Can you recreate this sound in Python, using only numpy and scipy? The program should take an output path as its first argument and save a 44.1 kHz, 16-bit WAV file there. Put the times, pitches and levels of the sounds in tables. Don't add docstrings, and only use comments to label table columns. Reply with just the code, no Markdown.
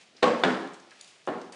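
import sys
import numpy as np
from scipy import signal
from scipy.fft import rfft, irfft
from scipy.io import wavfile

SR = 44100
rng = np.random.default_rng(int(sys.argv[2]) if len(sys.argv) > 2 else 0)


def how_loud(loudness_db):
    steps = np.asarray(loudness_db, float) / 20
    return 10 ** steps


def unload_wav(signal):
    wavfile.write(
        sys.argv[1],
        SR,
        np.round(np.clip(np.atleast_2d(signal).T, -1, 1) * 32767).astype(np.int16),
    )


N = 68355


def unit(x):
    return x / np.sqrt(np.mean(x ** 2))


def at(points, hz, column=1):
    p = np.array(points)
    return np.interp(np.log(hz), np.log(p[:, 0]), p[:, column])


def colour(x, points):
    hz = np.maximum(np.arange(len(x) // 2 + 1) * SR / len(x), 1)
    bass_fall = np.minimum(hz / points[0][0], 1) ** 2
    return irfft(rfft(x) * how_loud(at(points, hz)) * bass_fall, len(x))


def fade(t, t60_s):
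    return (t >= 0) * np.exp(-np.log(1000) * np.maximum(t, 0) / t60_s)


def swell(t, rise_s, t60_s):
    return fade(t, t60_s) * (1 - np.exp(-np.maximum(t, 0) / rise_s))


# frequency_hz, level_db (per Hz)
AIR_SPECTRUM = [(35, -58), (60, 17), (250, 2), (438, 2.5), (736, 2.5), (894, -4.5), (4060, -3.5),
                (7930, -17), (10500, -22), (13600, -36), (22000, -120)]


def air():
    level_db = -61
    return how_loud(level_db) * unit(colour(rng.standard_normal(N), AIR_SPECTRUM))


# frequency_hz, level_db (per Hz)
PAPER_SPECTRUM = [(800, -5), (1500, -6.5), (2500, 1), (4500, -5), (7000, -8.5), (9500, -13), (10500, -22)]
# time_s, level_db
RUSTLE_LEVELS = [(0, -55), (.06, -62), (.13, -67.5), (.18, -64), (.22, -62.5), (.5, -49), (.75, -62.5),
                 (.88, -63.5), (.98, -59), (1.06, -56.5), (1.14, -59), (1.23, -63.5), (1.4, -60),
                 (1.49, -62.5), (1.515, -71), (1.55, -54)]


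def rustle():
    crinkles_per_s, crinkle_t60_s, crinkle_share, scatter_db = 980, 0.039, 0.38, 2.5
    t = np.arange(N) / SR
    chance, size = rng.random(N), rng.exponential(size=N)
    pops = (chance < crinkles_per_s / SR) * how_loud(scatter_db * size)
    grain = signal.fftconvolve(pops, fade(t[:SR // 20], crinkle_t60_s))[:N]
    grain = 1 - crinkle_share + crinkle_share * unit(grain)
    hiss = colour(rng.standard_normal(N), PAPER_SPECTRUM)
    level_db = np.interp(t, *np.array(RUSTLE_LEVELS).T)
    return unit(hiss * grain) * how_loud(level_db)


# frequency_hz, t60_s, level_db
ROOM_BANDS = [(102, 0.44, -10.5), (199, 0.64, -3.5), (423, 0.62, -3.5), (860, 0.75, -7), (1557, 0.66, -5),
              (3000, 0.65, -12.5), (6000, 0.63, -6.5), (9900, 0.21, -4.5)]


def room():
    level_db, first_wall_s, build_s = -27, .003, .012
    t = np.arange(SR) / SR
    echoes = 0
    for hz in 80 * 2 ** (np.arange(15) / 2):
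        edges_hz = [hz / 2 ** .25, hz * 2 ** .25]
        sos = signal.butter(2, edges_hz, "bandpass", fs=SR, output="sos")
        noise = signal.sosfilt(sos, rng.standard_normal(SR))
        echoes = echoes + how_loud(at(ROOM_BANDS, hz, column=2)) * noise * fade(t, at(ROOM_BANDS, hz))
    return how_loud(level_db) * echoes * np.clip((t - first_wall_s) / build_s, 0, 1)


def heard(direct, spread, room_db):
    return direct + how_loud(room_db) * signal.fftconvolve(spread, room())[:N]


def band(x, hz, width_hz):
    b, a = signal.iirpeak(hz, max(2 * hz / width_hz / 3, .4), fs=SR)
    return signal.lfilter(b, a, signal.lfilter(b, a, x))


# start_s, level_db, centre_hz, width_hz, t60_s
PAW_SCUFFS = [(.012, -53.5, 2800, 2500, 0.07), (.1465, -66, 6000, 5200, 0.0082),
              (.166, -49, 4500, 1400, 0.065), (.15, -61, 292, 297, 0.34), (.178, -53.5, 2150, 1500, .12),
              (.565, -58.5, 7000, 5100, 0.018), (.675, -39.5, 4800, 4000, 0.0071),
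              (.7347, -45.5, 7040, 4860, 0.025), (.741, -46, 4000, 6000, 0.042),
              (.7991, -47, 5800, 2090, 0.02), (.9078, -47, 3500, 4000, 0.031),
              (0.915, -47.5, 1630, 900, 0.075), (1.0106, -36.5, 6900, 6000, 0.019),
              (1.01, -45, 4550, 497, 0.025), (1.045, -42, 4000, 6000, 0.012),
              (1.052, -63, 7060, 4000, .015), (1.076, -51.5, 7000, 6000, 0.11),
              (1.079, -59, 5000, 503, 0.055), (1.2521, -52, 7000, 4970, 0.017),
              (1.266, -52.5, 6000, 6000, 0.15), (1.385, -65, 7100, 5000, .02),
              (1.4137, -46.5, 4000, 3000, 0.049), (1.5224, -45.5, 6000, 6900, 0.11),
              (1.526, -50, 4700, 600, 0.043), (1.53, -47, 2300, 1220, 0.13)]


def scuffs():
    rise_s, top_hz, room_db = 0.0005, 8500, -3
    t = np.arange(N) / SR
    noise = rng.standard_normal(N)
    x = 0
    for start_s, level_db, hz, width_hz, t60_s in PAW_SCUFFS:
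        x = x + how_loud(level_db) * unit(band(noise, hz, width_hz)) * swell(t - start_s, rise_s, t60_s)
    x = signal.lfilter(*signal.butter(2, top_hz, fs=SR), x)
    return heard(x, x, room_db)


def ring_board(push, modes, t60_share):
    t = np.arange(SR // 4) / SR
    response = sum(how_loud(db) * np.sin(2 * np.pi * hz * t) * fade(t, t60_share * t60_s) for hz, db, t60_s in modes)
    return -.3 * signal.fftconvolve(push, response)[:N]


def knock(hits, modes, crack, crack_db, room_db, beam_hz):
    crack_rise_s, crack_t60_s = 0.0012, 0.035
    spread_share = .4
    dipole_hz = 352
    t = np.arange(N) / SR
    push, snap = 0, 0
    for start_s, level_db, length_ms in hits:
        sigma_s = length_ms / 4000
        bump = np.exp(-.5 * ((t - start_s) / sigma_s) ** 2) / (2.5 * sigma_s * SR)
        push = push + how_loud(level_db) * bump
        hardness = (.3 / length_ms) ** 2
        snap = snap + how_loud(level_db) * hardness * swell(t - start_s, crack_rise_s, crack_t60_s)
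    snap = how_loud(crack_db) * snap * unit(colour(rng.standard_normal(N), crack))

    loudest_s = max(hits, key=lambda hit: hit[1])[0]
    click = (np.arange(N) == int(loudest_s * SR)) * 1.
    dulled = signal.lfilter(*signal.butter(1, beam_hz, fs=SR), ring_board(push, modes, spread_share))
    spread = dulled + np.std(snap) * unit(colour(click, crack))

    wood = signal.lfilter(*signal.butter(2, dipole_hz, "highpass", fs=SR), ring_board(push, modes, 1))
    return heard(wood + snap, spread, room_db)


KNOCK_ROOM = [1, 2.5, 2.5]
KNOCK_BEAM = [2500, 2170, 1100]
# start_s, level_db, length_ms
FIRST_CONTACTS = [
    (.2243, -32.5, 0.083),
    (.2277, -14.5, 0.11),
    (.2288, -4.5, 0.4),
    (.2308, -7.5, 0.96),
    (.2347, -13.5, .5),
    (.2370, -12.5, 0.26),
    (.2408, -1.5, 0.37),
    (.2725, -13, 0.9),
]
# pitch_hz, level_db, t60_s
FIRST_BOARD = [(162, -22, 0.043), (259, -10, 0.16), (407, 2, 0.019), (507, -4, 0.064), (790, -3.5, 0.024),
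               (1102.2, -6, 0.14), (1560, -9, 0.035), (2040, -14, 0.031), (3050, -19, 0.0046),
               (3930, 3, 0.009)]
# frequency_hz, level_db (per Hz)
FIRST_EDGE = [(500, 11), (1500, -1.5), (3000, -3), (4800, -12), (5500, -18), (8500, -24.5), (10500, -39.5)]


def first_knock():
    return knock(FIRST_CONTACTS, FIRST_BOARD, FIRST_EDGE, -14, KNOCK_ROOM[0], KNOCK_BEAM[0])


# start_s, level_db, length_ms
SECOND_CONTACTS = [
    (.4363, -2, 0.23),
    (.4430, -53, 0.13),
    (.4480, -7.5, 0.34),
    (.4515, -11, 0.73),
]
# pitch_hz, level_db, t60_s
SECOND_BOARD = [(167, 0, 0.028), (245.6, -16, 0.035), (397, -3.5, 0.072), (540, -6.5, 0.048),
                (743, -5, 0.056), (994, 0.5, 0.019), (1500, 5.5, 0.0092), (1713, -12, 0.047),
                (2300, -9, 0.03), (3000, -1.5, 0.016), (3496, 5, 0.017)]
# frequency_hz, level_db (per Hz)
SECOND_EDGE = [(500, 1), (1500, -2.5), (3000, -6), (4800, -13.5), (5500, -19.5), (8500, -29), (10500, -44)]


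def second_knock():
    return knock(SECOND_CONTACTS, SECOND_BOARD, SECOND_EDGE, -17, KNOCK_ROOM[1], KNOCK_BEAM[1])


# start_s, level_db, length_ms
THIRD_CONTACTS = [
    (1.2748, -12.5, 0.42),
    (1.2830, -14.5, 0.64),
    (1.2858, -13, .6),
    (1.2915, -21, 1),
]
# pitch_hz, level_db, t60_s
THIRD_BOARD = [(183, -1, 0.04), (264, -56, 0.087), (366, -0.5, 0.019), (566, 2, 0.035), (791, -1.5, 0.044),
               (1047, -1.5, 0.027), (1256, 2, 0.015), (1623, -7, 0.039), (2500, -1.5, 0.0079),
               (3320, -19, .012)]
# frequency_hz, level_db (per Hz)
THIRD_EDGE = [(500, 1.5), (1500, -7.5), (3000, -12), (4500, -21), (6000, -53), (10500, -81)]


def third_knock():
    return knock(THIRD_CONTACTS, THIRD_BOARD, THIRD_EDGE, -11, KNOCK_ROOM[2], KNOCK_BEAM[2])


def scene():
    background = air() + rustle() + scuffs()
    board = first_knock() + second_knock() + third_knock()
    return (background + board)[None]


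def top_cut(x):
    return signal.sosfilt(signal.butter(12, 10910, fs=SR, output="sos"), x)


def record(dry):
    bass_cut_hz, drive, bend, top_hz = 175, 1.3, 1, 10350
    x = signal.sosfilt(signal.butter(4, bass_cut_hz, "highpass", fs=SR, output="sos"), dry)
    x = np.tanh(drive * (x + bend * x ** 4)) / drive
    x = signal.sosfilt(signal.ellip(7, .3, 70, top_hz, fs=SR, output="sos"), x)
    return top_cut(x)


dry = scene()
out = record(dry)
unload_wav(out)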